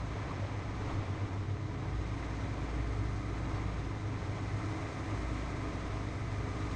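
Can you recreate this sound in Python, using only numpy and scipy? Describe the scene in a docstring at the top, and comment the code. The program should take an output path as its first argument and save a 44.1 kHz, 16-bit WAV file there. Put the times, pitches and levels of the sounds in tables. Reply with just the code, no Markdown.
"""Tractor mowing tall grass

A six-cylinder diesel tractor pulls a disc mower through tall grass, heard from the tractor itself.
The exhaust drones on tones locked to the engine cycle; shaped noise makes the knocks and valve clatter.
The mower discs hum as tones, and their cutting is noise that surges with the crop.
The driveline drones, the hood booms, panels and tyres rumble over the field, and fan air and stalks hiss."""
import sys
import numpy as np
from scipy import signal
from scipy.fft import rfft, irfft
from scipy.io import wavfile
from scipy.ndimage import uniform_filter1d

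SR = 44100
rng = np.random.default_rng(int(sys.argv[2]) if len(sys.argv) > 2 else 0)


def digitize_waveform(pressure):
    """Quantize a signal to 16-bit integers and store it at the path in sys.argv[1].

    Rows of a 2-D input are taken as channels; values are limited to [-1, 1].
    """
    field = np.atleast_2d(pressure).T
    bounded = np.clip(field, -1, 1)
    quanta = np.round(bounded * 32767).astype(np.int16)
    wavfile.write(sys.argv[1], SR, quanta)


N = 297675
T = np.arange(N) / SR  # time of each sample [s]


def undb(db):
    """Turn decibels into a gain."""
    return 10 ** (np.asarray(db) / 20)


def unit(x):
    """Scale a signal to an rms of 1."""
    return x / np.sqrt(np.mean(x ** 2))


def curve(table):
    """Join the points of a (time [s], value) table by straight lines."""
    return np.interp(T, *np.transpose(table))


def noise():
    """Make white noise, which holds all pitches equally."""
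    return rng.standard_normal(N)


def walk(rate):
    """Draw a smooth random curve of rms 1 that changes about rate times a second."""
    knots = rng.standard_normal(1024)
    jagged = np.interp(T * rate, np.arange(len(knots)), knots)
    return unit(uniform_filter1d(jagged, int(SR / rate / 2) + 1))


def frequencies():
    """List the frequencies of the spectrum [Hz], kept at 1 or above to allow logs and division."""
    return np.maximum(np.fft.rfftfreq(N, 1 / SR), 1)


def colour(x, points):
    """Shape a sound by a (frequency [Hz], level [dB]) spectrum, then scale it to rms 1."""
    hz, db = np.transpose(points)
    gain_db = np.interp(np.log(frequencies()), np.log(hz), db)
    return unit(irfft(rfft(x) * undb(gain_db), N))


def ring(x, modes):
    """Pass a sound through steep (frequency [Hz], width [Hz], level [dB]) resonances; rms 1."""
    f = frequencies()
    power = 0
    for hz, width, db in modes:
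        band = undb(db) / (1 + .5j * hz / width * (f / hz - hz / f)) ** 2
        # separate resonances add in power, so no notch forms between them
        power = power + np.abs(band) ** 2
    return unit(irfft(rfft(x) * np.sqrt(power), N))


def tone(turns, waver_db, wander, rate):
    """Make a sine from a count of turns; its level wavers [dB] and its phase wanders [radians]."""
    phase = 2 * np.pi * (turns + rng.random()) + wander * walk(rate)
    return np.sqrt(2) * np.sin(phase) * undb(waver_db * walk(rate))


def swell(s, length):
    """Rise and fall in a bell shape around time s; length is its standard deviation [s]."""
    return np.exp(-.5 * ((T - s) / length) ** 2)


def spell(start, length, attack, release):
    """Rise, hold, then die away; all times in seconds."""
    rise = np.clip((T - start) / attack + .5, 0, 1)
    return rise * np.exp(-np.maximum(T - start - length, 0) / release)


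# engine load, as a change in loudness: (time [s], level [dB])
ENGINE_LOAD = [(0, -0.5), (.5, -1.6), (.9, -.5), (1.6, -3), (2.3, 0.5), (3.5, 0.5), (4.05, -0.5),
               (4.7, 2.3), (5.3, 2.5), (6, 1), (6.75, 2)]


def engine_load():
    """Follow the load [dB] that strengthens knock, panel rumble, hiss and exhaust tones."""
    return curve(ENGINE_LOAD)


# thickness of the crop at the knives, as a level before cutting is lifted 0.08 dB: (time [s], level [dB])
CROP_THICKNESS = [(0.0, -49), (0.22, -44.5), (0.76, -47.5), (0.91, -42), (0.97, -45.5), (1.31, -48),
                  (1.47, -51.5), (2.44, -46.5), (3.23, -50.5), (3.58, -45.5), (3.6, -47.5), (4.12, -49.5),
                  (4.16, -48), (5.95, -46.5), (6.19, -49.5), (6.7, -45)]


def crop_level():
    """Follow the crop thickness [dB] that drives both cutting and hiss."""
    return curve(CROP_THICKNESS)


# spectrum of the tyre rumble: (frequency [Hz], level [dB])
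TYRE_SPECTRUM = [(12, -5), (24, 0), (35, 1.5), (46, -5), (70, -4.5), (140, -12), (400, -71)]
# bumps in the field that thud through the tyres: (time [s], level [dB])
FIELD_BUMPS = [(.93, -45), (2.31, -52), (3.55, -58), (5.93, -50)]
BUMP_S = 0.065  # standard deviation of each thud's bell shape [s]
ROLLING_DB, ROLLING_SWAY_DB = -53, 1  # rolling level and the spread of its sway [dB]


def tyres():
    """Rolling over stubble makes an uneven low rumble, and each bump briefly swells it to a thud."""
    rolling = undb(ROLLING_DB + ROLLING_SWAY_DB * walk(6))
    thuds = sum(undb(db) * swell(s, BUMP_S) for s, db in FIELD_BUMPS)
    return colour(noise(), TYRE_SPECTRUM) * np.hypot(rolling, thuds)


# spectrum of fan air and stalks: (frequency [Hz], level [dB])
AIR_SPECTRUM = [(1500, -20), (2800, 1.5), (3900, 3.5), (4700, -1), (5200, 0.5), (5650, -2), (6500, 0),
                (7050, -7), (8150, -7.5), (9000, -14), (10000, -24), (10700, -31), (12500, -38.5),
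                (14000, -54)]
HISS_DB = -59.5  # level before crop and load change it [dB]
HISS_PER_CROP, HISS_PER_LOAD = 0.41, .42  # dB gained below the top for each dB of crop and of load
TOP_PER_LOAD = 2  # dB the top gains for each dB of load


def air(cycle, firings):
    """Fan air and flying stalks hiss, throbbing with the engine; crop and load change the level."""
    crop_db, load_db = crop_level(), engine_load()
    cycle_throb = 0.59 * np.sin(2 * np.pi * cycle)
    firing_throb = 0.33 * np.sin(2 * np.pi * firings)
    throb_db = cycle_throb + firing_throb + 0.44 * walk(40)
    hiss = undb(HISS_DB) * colour(noise() * undb(throb_db), AIR_SPECTRUM)
    # the part above 8000 Hz follows the load alone
    high_pass = signal.butter(2, 8000, "high", fs=SR, output="sos")
    top = signal.sosfiltfilt(high_pass, hiss)
    surge_db = HISS_PER_CROP * (crop_db - crop_db.mean()) + HISS_PER_LOAD * load_db
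    return (hiss - top) * undb(surge_db) + top * undb(TOP_PER_LOAD * load_db)


# body panel resonances: (frequency [Hz], width [Hz], level [dB])
PANEL_MODES = [(67, 16.7, 6), (98, 17.6, 7), (110, 12, 3.5), (128, 13, 3), (179, 26, 0), (276.5, 18, 0.5),
               (299.7, 30, 1), (350, 60, -7), (450, 91, -10)]


def panels():
    """Body panels rumble as noise rings their resonances, a little louder under load."""
    return undb(engine_load() * 0.42 - 43.0) * ring(noise(), PANEL_MODES)


# spells in which the hood booms: (start [s], length [s], level [dB])
BOOM_SPELLS = [(0.372, 0.085, -38), (0.903, 0.42, -39), (1.368, 0.2, -38)]
BOOM_HZ = 97.04  # a little below the firing rate, so the two beat
BOOM_REST_DB, BOOM_ATTACK_S, BOOM_RELEASE_S = -51.5, 0.039, .07


def hood_boom():
    """The hood booms at its own fixed pitch, louder in spells and never below a resting level."""
    spells = [undb(db) * spell(s, length, BOOM_ATTACK_S, BOOM_RELEASE_S) for s, length, db in BOOM_SPELLS]
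    level = np.maximum(np.max(spells, axis=0), undb(BOOM_REST_DB))
    return tone(BOOM_HZ * T, waver_db=1, wander=0.57, rate=10) * level


# level of the deep driveline drone, which swells and sinks: (time [s], level [dB])
DRONE_LEVEL = [(0, -44), (.35, -54), (.7, -44.5), (1, -53), (1.75, -51), (1.95, -41.5), (2.25, -43.5),
               (2.92, -37.5), (3.25, -43), (3.48, -39.5), (3.85, -40), (4.3, -52.5), (4.6, -46),
               (5.02, -57), (5.2, -39), (5.55, -44), (6.3, -46.5), (6.75, -39.5)]
DRONE_PER_CYCLE = 3.26  # swings of the drone per engine cycle


def driveline_drone(cycle):
    """The driveline drones at a deep pitch that follows the engine speed."""
    return tone(DRONE_PER_CYCLE * cycle, waver_db=1.7, wander=0.091, rate=6.5) * undb(curve(DRONE_LEVEL))


# mower disc speed: (time [s], speed [turns per second])
DISC_TURN_RATE = [(0, 44.2), (1.3, 43.7), (2.2, 44.4), (3.8, 44.4), (4.8, 44), (5.5, 43.4), (6.75, 43.2)]
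# mower disc tones: (multiple of the disc turn, level [dB])
DISC_HUM = [(2, -50.5), (3, -50.5), (4, -57), (6, -55.5)]


def disc_hum():
    """Spinning discs hum at multiples of their turning rate."""
    turns = np.cumsum(curve(DISC_TURN_RATE)) / SR
    return sum(undb(db) * tone(multiple * turns, waver_db=2.0, wander=0.34, rate=5.4)
               for multiple, db in DISC_HUM)


# spectrum of knives slashing grass: (frequency [Hz], level [dB])
CUTTING_SPECTRUM = [(140, -15), (240, 3.5), (400, 0), (600, 0), (820, -2), (1030, 0.5), (1280, -5),
                    (1430, -8.5), (1900, -9), (2350, -10.5), (2800, -17.5), (4000, -25.5), (7000, -56.5),
                    (10000, -63), (13000, -79)]


def cutting():
    """Knives slash the crop: flickering noise that surges with the crop thickness."""
    flicker = undb(1.0 * walk(60))
    return colour(noise() * flicker, CUTTING_SPECTRUM) * undb(crop_level() + 0.08)


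# clumps of grass ring the mower deck, and at the last a stalk scrapes past; length is a standard deviation:
# (time [s], frequency [Hz], width [Hz], length [s], level [dB])
GRASS_CLUMPS = [(0.318, 1040, 80, .015, -44.5), (0.435, 614, 70, 0.015, -43.5),
                (0.887, 975, 350, 0.027, -50), (1.34, 1040, 130, 0.02, -51), (3.525, 970, 300, 0.1, -51),
                (3.565, 4400, 220, .008, -62)]


def clumps():
    """Each clump or stalk makes a short swell of noise through one resonance."""
    return sum(undb(db) * swell(s, length) * ring(noise(), [(hz, width, 0)])
               for s, hz, width, length, db in GRASS_CLUMPS)


# engine block and cover resonances: (frequency [Hz], width [Hz], level [dB])
BLOCK_MODES = [(705, 240, -2), (1028, 106, -1.5), (1226, 115, 4), (1555, 83, -1.5), (1814, 130, -1),
               (2048, 132, 0.5), (2310, 200, -5)]
# knock strength of each cylinder in firing order: (level [dB])
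CYLINDER_KNOCK = [-0.7, -2.5, -0.5, -1, -1.5, -1]


def knock(cycle, firings):
    """Each firing rattles the block; the valve gear adds a clatter that repeats every cycle."""
    strength = undb(CYLINDER_KNOCK)[firings.astype(int) % len(CYLINDER_KNOCK)]
    # each firing jumps up, then fades towards a steady part
    burst = strength * (.65 + np.exp(-(firings % 1) / .35))
    taps = rng.standard_normal(2048)
    clatter = np.interp(cycle % 1, np.linspace(0, 1, len(taps)), taps)
    return undb(engine_load() - 52.5) * ring(burst * (noise() + 0.87 * clatter), BLOCK_MODES)


# exhaust and gear tones, level at zero load: (multiple of the two-turn engine cycle, level [dB])
ENGINE_ORDERS = [(8, -58), (9, -56), (11, -60.5), (12, -63.5), (16, -65), (18, -55), (19, -68.5), (23, -68),
                 (24, -58), (33, -70), (36, -72), (38, -64.5), (39, -71), (40, -66.5), (42, -66.5),
                 (43, -68.5), (70, -65.5), (75, -71.5), (87, -74), (102, -78.5), (118, -67.5)]
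FIRING_DB = -43.5  # level of the firing tone [dB]


def exhaust(cycle, firings):
    """The firing tone sounds with weaker orders from unequal cylinders; load lifts high ones most."""
    load_db = engine_load()
    total = undb(FIRING_DB) * tone(firings, waver_db=2.0, wander=0.05, rate=5.3)
    for order, db in ENGINE_ORDERS:
        level = undb(db + min(order / 45, 1.5) * load_db)
        total = total + level * tone(order * cycle, waver_db=2.5, wander=0.31, rate=6)
    return total


# engine speed: (time [s], speed [firings per second])
FIRING_RATE = [(0, 104.6), (.7, 104.7), (1.1, 104.4), (1.6, 104.8), (2.7, 105.1), (3.4, 104.7),
               (3.9, 104.95), (4.2, 104.6), (4.7, 104.85), (5, 104.4), (5.5, 104.45), (5.9, 104),
               (6.3, 104.35), (6.75, 103.8)]


def scene():
    """One crankshaft times the engine and driveline; field and mower sounds join them."""
    firings = np.cumsum(curve(FIRING_RATE)) / SR
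    cycle = firings / len(CYLINDER_KNOCK)
    field = tyres() + air(cycle, firings)
    body = panels() + hood_boom() + driveline_drone(cycle)
    mower = disc_hum() + cutting() + clumps()
    engine = knock(cycle, firings) + exhaust(cycle, firings)
    return (field + body + mower + engine)[None]


TOP_HZ = 13700


def record(dry):
    """Cut the sound steeply above TOP_HZ."""
    low_pass = signal.ellip(8, .2, 70, TOP_HZ, fs=SR, output="sos")  # 0.2 dB ripple, 70 dB cut
    return signal.sosfilt(low_pass, dry)


dry = scene()
out = record(dry)
digitize_waveform(out)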